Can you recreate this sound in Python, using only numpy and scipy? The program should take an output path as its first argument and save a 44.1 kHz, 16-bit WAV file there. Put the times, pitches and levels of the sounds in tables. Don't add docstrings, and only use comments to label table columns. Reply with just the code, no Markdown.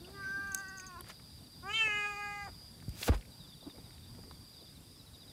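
import sys
import numpy as np
from scipy import signal
from scipy.fft import rfft, irfft
from scipy.io import wavfile
from scipy.ndimage import uniform_filter1d

SR = 44100
rng = np.random.default_rng(int(sys.argv[2]) if len(sys.argv) > 2 else 0)


def to_wav(sig):
    pcm = np.clip(np.atleast_2d(sig), -1, 1) * 32767
    pcm = np.round(pcm).astype(np.int16)
    wavfile.write(sys.argv[1], SR, pcm.T)


def volts_from_decibels(level):
    exponent = np.asarray(level, float) / 20
    return 10 ** exponent


N = 234920

# f/Hz, level/dB per Hz
AIR_SPECTRUM = [(12, -56), (20, -10.5), (86, 2), (248, -6), (434, -16), (1960, -26.5), (2990, -26.5),
                (3740, -21.5), (4300, -34), (4810, -21), (5850, -34.5), (8650, -23), (13500, -28.5),
                (14700, -28.5), (16000, -90)]
# t/s, level/dB
WIND_GUSTS = [(0.0, -50), (0.47, -51.5), (0.77, -56), (1.76, -53), (2.11, -55.5), (2.82, -52), (2.98, -48),
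              (3.55, -55.5), (4.11, -51), (4.64, -55), (5.33, -54)]
# f/Hz, width/Hz, level/dB
FAR_INSECTS = (4800, 1270, -68.5)
# t/s, steady level/dB, lower level/dB
TRILL_LEVELS = [(0, -62, -61), (.65, -58, -63), (0.801, -59, -64), (1.5, -59.5, -80), (2.202, -57, -63),
                (2.95, -59.5, -74.5), (3.2, -72, -80), (3.35, -59, -78), (4, -62, -73), (4.6, -56.5, -80),
                (4.76, -66, -83), (4.8, -72, -92), (5.33, -70, -83)]
# start/s, end/s, level/dB
CRICKET_PHRASES = [(0.047, 0.374, -62), (0.577, .87, -61.5), (1.038, 1.382, -62.5), (1.515, 1.807, -61.5),
                   (1.982, 2.314, -63), (2.385, 2.72, -59), (2.874, 3.183, -62.5), (3.308, 3.513, -63),
                   (3.619, 3.944, -65), (4.063, 4.312, -63), (4.405, 4.737, -62.5), (4.848, 5.02, -64.5),
                   (5.141, 5.33, -63)]
# first mid t/s, last mid t/s, count, level/dB, fall/(kHz/s)
UPPER_RUNS = [(.115, .313, 4, -69, 11), (1.159, 1.619, 7, -68, 17), (2.526, 2.526, 1, -73, 20),
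              (3.329, 3.65, 5, -63.5, 13), (3.79, 4.048, 5, -66, 11), (4.548, 4.767, 4, -64, 20),
              (4.912, 4.912, 1, -70, 12), (5.007, 5.29, 5, -64, 10)]
# first mid t/s, last mid t/s, count, level/dB, fall/(kHz/s)
LOWER_RUNS = [(.07, .144, 2, -69, 9), (2.535, 2.535, 1, -72, 15), (3.444, 3.709, 4, -62, 10),
              (3.947, 4.04, 2, -70, 9), (4.589, 4.667, 2, -66, 14), (4.878, 4.957, 2, -70, 11),
              (5.15, 5.31, 3, -65, 13)]
# t/s, level/dB, centre f/Hz, width/octaves
SHORT_TICKS = [(0.048, -52, 2820, 0.1), (0.546, -48.5, 2500, 0.72), (0.5472, -37.5, 12800, 0.21),
               (.799, -52, 2420, .2), (0.914, -59, 2630, .4), (1.009, -52.5, 3410, 0.2),
               (1.009, -41, 10700, 0.25), (1.045, -53, 1500, 1.4), (1.088, -49, 10000, 0.25),
               (1.198, -56.5, 1800, 0.59), (1.877, -44.5, 600, 0.79), (2.893, -47, 7900, 1.1),
               (3.0301, -34, 2200, 0.4), (3.0316, -34.5, 3900, 0.3), (3.212, -53, 2800, 0.61),
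               (3.226, -56, 2200, 0.2), (3.253, -59, 2200, .46), (3.7, -56, 2000, 1),
               (3.786, -48, 246, 1.1), (3.908, -55, 1790, 1.3), (4.191, -52, 554, .55),
               (4.238, -55.5, 890, 1), (4.313, -51, 880, 0.76), (4.311, -53, 4060, .3),
               (3.981, -60, 2300, .4), (2.826, -55, 1300, .8), (2.803, -58, 2800, .4),
               (3.0315, -47, 800, .4), (3.778, -62, 1100, .7), (3.179, -56, 3300, .8),
               (3.016, -48, 400, .4), (4.15, -60, 2500, 1.1)]
# peak t/s, swell/s, level/dB, centre f/Hz, width/octaves
SOFT_PADS = [(.092, 0.013, -56, 660, 0.94), (2.485, .011, -49, 885, 0.94),
             (3.089, 0.0084, -33.5, 470, 0.43), (3.088, 0.01, -39, 1050, 0.51),
             (3.635, 0.0099, -57.5, 470, 0.85), (3.679, 0.013, -43.5, 277, 0.31),
             (4.631, 0.016, -60.5, 460, .65), (2.96, 0.04, -65, 3000, 0.54), (3.675, .014, -58, 750, .6),
             (3.76, .012, -58, 450, .5), (4.187, .009, -59, 600, .6), (3.762, .01, -69, 2250, .05),
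             (.385, .025, -53, 300, .2), (5.0, .07, -67, 5200, .04), (.24, .01, -60, 2250, .15),
             (.848, .006, -61, 2400, .1)]
# t/s, pitch f/Hz, effort level/dB, jaw 0-1, tongue 0-1
FIRST_CALL = [
    (0.0, 331.7, -67, 0.0, 0.0),
    (0.12, 395.5, -65.5, 0.15, 0),
    (0.158, 397.4, -53.5, 0.08, 0.58),
    (0.268, 385.9, -34.5, 0.96, 1.0),
    (0.49, 397, -42.5, 0.74, 0.81),
    (0.682, 382.7, -48.5, 0.52, 0.97),
    (0.877, 373, -52.5, 0.5, 0.63),
    (0.971, 344, -51.5, 0.58, 0.25),
    (1.021, 359, -51, 0.16, 0.34),
]
SECOND_CALL = [
    (1.619, 346.5, -59.3, 0.0, 0.6),
    (1.666, 385, -42, 0.088, 0.45),
    (1.765, 451, -30, 0.87, 0.73),
    (1.864, 436.2, -32, 0.55, 1),
    (1.905, 416.8, -34.6, 0.53, 0.75),
    (2.046, 413.3, -35.5, 0.45, 0.65),
    (2.141, 413, -40, 0.32, 0.41),
    (2.462, 406, -45, 0.29, 0.0),
    (2.504, 330, -64, 0.028, 0.59),
]
FIRST_SHAPES = [(606, 1570, 1405), (80.0, 1300, 100), (1510, 2150, 1548), (180.0, 320, 66),
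                (2770, 2840, 2460), (1800, 2950, 1900), (1600.0, 2300, 30)]
SECOND_SHAPES = [(600.0, 1690, 2280), (1160, 200, 1440), (2100, 1296, 2415), (277, 290, 360),
                 (2200.0, 1900, 3560), (2570, 1350, 2260), (150.0, 90.0, 2200)]
FIRST_LEVELS = [(11.5, -10.5, -31.5), (-25, -32, -31)]
SECOND_LEVELS = [(-22.5, 5, -36.5), (-21.5, -26, -22)]
# f/Hz, width/Hz
TOP_RESONANCES = [(5940, 450), (6750, 1800)]
# t/s, width/s, pitch/%, level/dB
VOICE_CATCHES = [(.27, 0.041, 0, -5), (.35, 0.068, 1, 0), (.548, 0.028, -2.2, 1), (.605, 0.0179, 1.7, 3),
                 (.652, 0.014, -1.4, 0.5), (.695, 0.0066, 1.7, 0.5), (.716, 0.0086, -1.2, 1),
                 (.745, 0.025, 1.6, 0.5), (.812, 0.013, -1.2, -3.5), (.872, 0.011, 2, -3.5),
                 (.965, 0.0085, -2.5, 1.5), (.988, 0.0077, 4.5, -0.5), (1.002, 0.0022, -4, -19),
                 (1.709, 0.0046, 1.5, -3), (1.727, 0.005, 2, -9), (1.87, 0.018, -0.4, 1.5),
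                 (2.062, 0.012, -.3, 2), (2.086, 0.011, .4, -2), (2.15, 0.02, -1.2, -3),
                 (1.815, .008, 0, 1.5), (1.886, .006, -.5, -2), (2.448, .008, -1.5, -2),
                 (1.775, .02, 0, -1.5)]
# t/s, width/s, f/Hz, level/dB
VOICE_BANDS = [(.25, .1, 2760, -8), (0.38, 0.014, 2440, -10), (.57, 0.043, 1900, -3),
               (1.752, 0.018, 1780, -19), (1.832, 0.016, 2200, -18), (1.87, 0.052, 3540, -18),
               (2.55, .035, 1800, -5), (2.165, 0.022, 1640, -9), (1.66, 0.033, 2120, -13),
               (2.053, 0.11, 1380, -4), (1.85, .04, 5300, -8), (1.9, 0.064, 4000, -5),
               (2.082, 0.016, 2075, -12), (.22, 0.053, 790, -14), (1.706, .011, 2950, 10),
               (1.695, .025, 3260, 8), (1.75, .016, 890, -6), (1.84, .03, 2620, 2.5),
               (1.875, .022, 2980, -5), (2.05, .025, 2900, -6), (2.085, .03, 3320, 12),
               (2.25, .018, 1640, 4), (2.425, .016, 1630, 4), (2.355, .02, 1640, -3), (2.462, .012, 800, 4),
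               (2.465, .015, 2000, -6), (2.465, .02, 2780, -12), (2.28, .04, 3290, -8),
               (1.937, .014, 2500, -3), (1.67, .012, 2710, -9), (1.735, .01, 3920, 10),
               (.352, .012, 1975, -18), (.3, .015, 1955, 7), (.3, .02, 2350, -10), (.69, .06, 2300, -12),
               (.35, .04, 1185, -2.5), (.895, .02, 1480, -4), (.65, .03, 380, -8), (2.215, .02, 2060, 2),
               (1.728, .008, 2600, -7), (1.685, .012, 2380, -5), (1.797, .008, 1780, -4),
               (1.815, .014, 2650, 2.5), (1.86, .008, 3450, 12), (1.95, .03, 2920, 3),
               (1.96, .04, 2085, 2.5), (2.395, .03, 2450, -3), (2.48, .012, 2300, -10), (1.94, .04, 6250, 6),
               (1.86, .025, 6900, 6), (1.77, .03, 9350, 8), (2.28, .06, 5750, 6)]
# t/s, peak level/dB, ring time factor
PELLET_HITS = [(0.472, -58, 2.04), (0.519, -41, 0.76), (0.523, -47, 0.6), (0.53, -50, 0.4),
               (0.545, -37, 0.74), (0.5473, -23, 0.5), (0.554, -58, 1.2), (0.577, -41, 0.36),
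               (0.586, -41.5, 0.52), (0.5965, -46, 0.3), (0.604, -47, 0.52), (0.683, -50, 1.8),
               (0.695, -49.9, 0.65), (0.768, -53, 0.6), (0.775, -46.3, 0.47), (0.782, -40.5, 0.78),
               (0.798, -39.5, 0.52), (0.803, -42.6, 0.67), (0.809, -52, 1.4), (0.866, -46.5, 1.8),
               (0.877, -49, 0.55)]
# f/Hz, level/dB, t60/s
BELL_MODES = [(6340, 5, 0.041), (6470, -1.5, 0.042), (6960, 5.5, 0.013), (8000, 5, 0.0061),
              (15100, -6, .014)]
# t/s, peak level/dB, f/Hz, t60/s
HARD_SNAPS = [(3.0286, -26, 2200, .013), (3.0292, -34, 1600, .008), (3.0308, -26, 4150, .007),
              (3.0301, -29, 3400, .007), (3.0316, -29, 2700, .006), (3.0812, -27, 650, .02),
              (3.0836, -30, 2900, .008), (3.0885, -29, 1150, .015), (3.0932, -28, 1300, .01),
              (3.1335, -43, 850, .02), (4.3108, -49, 1150, .02), (4.3108, -49, 4100, .012),
              (.5472, -24, 12000, .003), (.5474, -33, 9000, .004), (.548, -32, 13500, .003),
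              (.5545, -42, 8000, .004), (1.009, -44, 11500, .006)]
# peak t/s, rise/s, fall/s, level/dB, centre f/Hz
FUR_BRUSHES = [
    (1.08, 0.021, .019, -57, 2000),
    (1.102, 0.0074, .012, -46.5, 2200),
    (3.015, 0.039, 0.044, -50.5, 7550),
    (3.045, .028, 0.023, -43, 8440),
    (3.079, 0.019, .0073, -40, 10400),
    (3.086, 0.007, 0.009, -33, 1300),
    (3.135, 0.016, 0.018, -39, 460),
    (3.149, 0.0075, 0.01, -48.5, 2510),
]
# t/s, level/dB, first f/Hz (negative: pull), glide/s, time to silence/s
BODY_BUMPS = [
    (2.882, -33, 230, .007, .075),
    (3.0928, -17, 650, .0012, .009),
    (3.1425, -34, -50, .02, .04),
    (3.152, -31, 62, .02, .1),
    (3.0988, -17.5, 108, .015, .07),
]


def evened(x):
    return x / np.sqrt(np.mean(x ** 2) + 1e-20)


def add(mix, t_s, sound):
    part = mix[round(t_s * SR):][:len(sound)]
    part += sound[:len(part)]


def wander(size, hz):
    return evened(signal.lfilter(*signal.butter(2, hz, fs=SR), rng.standard_normal(size)))


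def band_noise(size, hz, octaves):
    f = np.fft.rfftfreq(size, 1 / SR) + 1
    shape = np.exp(-.5 * (np.log2(f / hz) / octaves) ** 2) / np.sqrt(f)
    return evened(irfft(rfft(rng.standard_normal(size)) * shape, size))


def air():
    frames, hz = N // 256 + 5, np.fft.rfftfreq(1024, 1 / SR)
    real, imag, patches = rng.standard_normal((frames, 513, 3)).T
    patches = uniform_filter1d(patches, size=10, axis=0)
    patches = evened(uniform_filter1d(patches, size=8, axis=1))
    f, db = np.transpose(AIR_SPECTRUM)
    s, wind_db = np.transpose(WIND_GUSTS)
    t = np.arange(frames) * 256 / SR
    low = 1 / (1 + (hz[:, None] / 900) ** 2)
    follow = low + (1 - low) * 0.17
    drift_db = follow * np.interp(t, s, wind_db - wind_db.mean())
    level_hz = hz.clip(max=14900)
    field_db = np.interp(np.log(level_hz + 1), np.log(f + 1), db)[:, None]
    field_db = field_db + drift_db + (1.3 + 1.1 * low) * patches
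    spectra = (real + 1j * imag) * volts_from_decibels(field_db)
    bed = evened(signal.istft(spectra, nperseg=1024, noverlap=768)[1][:N])
    bed = signal.lfilter(*signal.butter(3, 38, "high", fs=SR), bed)
    centre, width, insects_db = FAR_INSECTS
    return volts_from_decibels(-54.5) * bed + volts_from_decibels(insects_db) * band_noise(N, centre, width / centre)


def trill(hz, per_s, duty, drop_hz):
    turns = np.cumsum(per_s * (1 + 0.02556 * wander(N, 1.18))) / SR
    u = np.clip(turns % 1 / duty, 0, 1)
    size, start = rng.random((2, 600))[:, turns.astype(int)]
    phase = np.cumsum(hz - drop_hz * (u - .5)) / SR + start + .03 * wander(N, 90)
    level = (1.1 + 0.41 * size) * np.sin(np.pi * u) ** 0.2 * volts_from_decibels(2.0 * wander(N, 110))
    return evened(level * np.sin(2 * np.pi * phase))


def steady_trills():
    t = np.arange(N) / SR
    s, steady_db, lower_db = np.transpose(TRILL_LEVELS)
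    steady = volts_from_decibels(np.interp(t, s, steady_db) - 4.5) * trill(4710, 30.5, 0.78, 90)
    lower = volts_from_decibels(np.interp(t, s, lower_db) - 9.5) * trill(4390, 42, 0.99, 39.2)
    return steady + lower


def phrases():
    t = np.arange(N) / SR
    gate, pitch_hz = np.zeros(N), np.full(N, 4895.)
    for start, end, db in CRICKET_PHRASES:
        inside = (t > start) & (t < end)
        gate[inside] = volts_from_decibels(db)
        pitch_hz[inside] -= 110 * np.exp(-(t[inside] - start) / 0.065)
    return uniform_filter1d(gate, size=600) * trill(pitch_hz, 60.5, 0.9, 111)


def chirp_rows():
    rows = []
    for hz, runs in ((3836, UPPER_RUNS), (3613, LOWER_RUNS)):
        for first, last, count, db, fall in runs:
            u = np.linspace(0, 1, round(count))
            off_hz, off_db = rng.standard_normal((2, 9))[:, :len(u)]
            swell_db = 1.5 * (u - .5)
            rows += zip(first + u * (last - first), hz + 40 * off_hz, db + swell_db + off_db, fall + 0 * u)
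    return rows


def chirps():
    u, out = np.arange(-900, 900) / SR, np.zeros(N + 900)
    far = rng.random((160, 4)) * (5.3, 500, 6, 8) + (0, 3400, -80, 10)
    for s, hz, db, fall in [*chirp_rows(), *far]:
        level = volts_from_decibels(db + 4.0 + 3.0 * wander(len(u), 150)) * signal.windows.tukey(len(u), .6)
        add(out, s, level * np.sin(2 * np.pi * (hz * u - 500 * fall * u ** 2)))
    return out[900:]


def scuffs(rows):
    t, out = np.arange(-4410, 4410) / SR, np.zeros(N + 4410)
    for s, rise, fall, db, hz, octaves in rows:
        swell = np.where(t < 0, np.exp(-.5 * (t / rise) ** 2), np.exp(-t / fall))
        grain = volts_from_decibels(2 * wander(len(t), 360)) * band_noise(len(t), hz, octaves)
        add(out, s, volts_from_decibels(db) * np.sqrt(np.mean(swell ** 2)) * evened(swell * grain))
    return out[4410:]


def ticks():
    rows = []
    for s, db, hz, octaves in SHORT_TICKS:
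        fall_s = 0.0032 / np.sqrt(hz / 1000) * (1 + 0.13 / octaves)
        rows.append((s, 0.43 * fall_s, fall_s, db, hz, octaves))
    return scuffs(rows)


def pads():
    return scuffs([(s, swell, swell, *row) for s, swell, *row in SOFT_PADS])


def pole(f, hz, width):
    return 1 / (1 - (f / hz) ** 2 + 1j * f * width / hz ** 2)


def shaped(rows, jaw, tongue):
    back, front, wide = np.transpose(rows)[:, :, None]
    return (1 - jaw) * ((1 - tongue) * back + tongue * front) + jaw * wide


def meow(rows, mouth, shares, top_resonance):
    s, *columns = np.transpose(rows)
    t = np.arange(s[0], s[-1], 1 / SR)
    hz, effort_db, jaw, tongue = (np.interp(t, s, c) for c in columns)
    hz, effort_db = uniform_filter1d([hz, effort_db], size=1000, mode="nearest")
    jaw, tongue = jaw.clip(0, 1), tongue.clip(0, 1)
    f1, w1, f2, w2, f3, dip, low = np.exp(shaped(np.log(mouth), jaw, tongue))
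    hum_db, top_db = effort_db + shaped(shares, jaw, tongue)

    at, width, percent, lift_db = np.transpose(VOICE_CATCHES)[:, :, None]
    waver = np.exp(-.5 * ((t - at) / width) ** 2)
    effort_db = effort_db + (lift_db * waver).sum(0)
    hz = hz * (1 + (percent * waver).sum(0) / 100 + .002 * wander(len(t), 35))

    k = np.arange(1, 25)[:, None]
    f = k * hz
    tract = pole(f, f1, w1) * pole(f, f2, w2) * pole(f, f3, 250) / pole(f, dip, 300)
    tract = tract * f ** 2 / (f ** 2 + low ** 2)
    tract = tract * pole(f, 3340, 400) / pole(f, 3340, 80)
    colour = volts_from_decibels(effort_db) * tract / np.sqrt(.5 * (abs(tract[1:]) ** 2).sum(0))
    colour *= volts_from_decibels(.9 * np.array([wander(len(t), 20) for _ in k]))
    for mid, spell, band_hz, db in VOICE_BANDS:
        if s[0] < mid < s[-1]:
            near_t, near_f = (t - mid) / spell, (f - band_hz) / 154
            colour *= volts_from_decibels(db * np.exp(-.5 * near_t ** 2 - .5 * near_f ** 2))
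    colour[0] = np.sqrt(2) * volts_from_decibels(hum_db)

    top_hz, top_width_hz = top_resonance
    flutter_db = 3.0 * np.array([wander(len(t), 8.8) for _ in k])
    top = pole(f, top_hz, top_width_hz) ** 2 * f ** 2 * volts_from_decibels(flutter_db)
    top_db = top_db - 24 * np.exp(-((t - s[0]) / 0.054) ** 4)
    colour += volts_from_decibels(top_db) * top / np.sqrt(.5 * (abs(top) ** 2).sum(0))
    voice = (colour * np.exp(2j * np.pi * k * np.cumsum(hz) / SR)).sum(0).real

    breath = .012 + .8 * np.exp((t - s[-1]) / .015) + .012 * (abs(lift_db) * waver).sum(0)
    breath += .025 * np.clip((hz - 428) / 12, 0, 1)
    rough = 1 + breath * wander(len(t), 900)
    return s[0], voice * rough * signal.windows.tukey(len(t), .03)


def bell():
    t, out = np.arange(4000) / SR, np.zeros(N)
    for s, db, free in PELLET_HITS:
        spread_db, turn = rng.standard_normal((2, len(BELL_MODES)))
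        ring = 0 * t
        for (f, mode_db, t60), a, b in zip(BELL_MODES, spread_db, turn):
            ring += volts_from_decibels(mode_db + a - 60 * t / (free * t60)) * np.sin(2 * np.pi * (f * t + 0.31 * b))
        click = band_noise(len(t), 7940, 0.32) * np.exp(-t / 0.00024) * np.tanh(t / 0.000154)
        click = 2 * click / abs(click).max()
        click_share = 0.22 + 3 * volts_from_decibels(db + 19)
        add(out, s, volts_from_decibels(db - 6) * (ring * np.tanh(t / 0.00028) + click_share * click))
    return out


def snaps():
    t, out = np.arange(12000) / SR, np.zeros(N)
    for s, db, hz, t60 in HARD_SNAPS:
        add(out, s, volts_from_decibels(db - 60 * t / t60) * np.tanh(t / .0003) * np.sin(2 * np.pi * hz * t))
    return out


def brushes():
    return scuffs([(*row, 1.78) for row in FUR_BRUSHES])


def bumps():
    t, out = np.arange(12000) / SR, np.zeros(N)
    for s, db, first_hz, glide, silence_s in BODY_BUMPS:
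        last_hz = np.sign(first_hz) * max(42, .2 * first_hz)
        hz = last_hz + (first_hz - last_hz) * np.exp(-t / glide)
        add(out, s, volts_from_decibels(db - 60 * (t / silence_s) ** 2) * np.sin(2 * np.pi * np.cumsum(hz) / SR))
    return out


def wall_echo(near):
    t = np.arange(6000) / SR
    tail = rng.standard_normal(len(t)) * volts_from_decibels(-60 * t / 0.41) * (t > .003)
    return volts_from_decibels(-20) * signal.oaconvolve(near, tail / np.linalg.norm(tail))[:N]


def scene():
    cat = np.zeros(N)
    add(cat, *meow(FIRST_CALL, FIRST_SHAPES, FIRST_LEVELS, TOP_RESONANCES[0]))
    add(cat, *meow(SECOND_CALL, SECOND_SHAPES, SECOND_LEVELS, TOP_RESONANCES[1]))
    near = steady_trills() + phrases() + chirps() + cat + bell()
    handling = ticks() + pads() + snaps() + brushes() + bumps()
    return (air() + near + wall_echo(near) + handling)[None]


def top_cut(x):
    return signal.sosfilt(signal.butter(12, 16500, fs=SR, output="sos"), x)


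def record(dry):
    edge = signal.firwin(255, 15750, fs=SR)
    mix = signal.oaconvolve(dry, edge[None], "same")
    return top_cut(mix)


dry = scene()
out = record(dry)
to_wav(out)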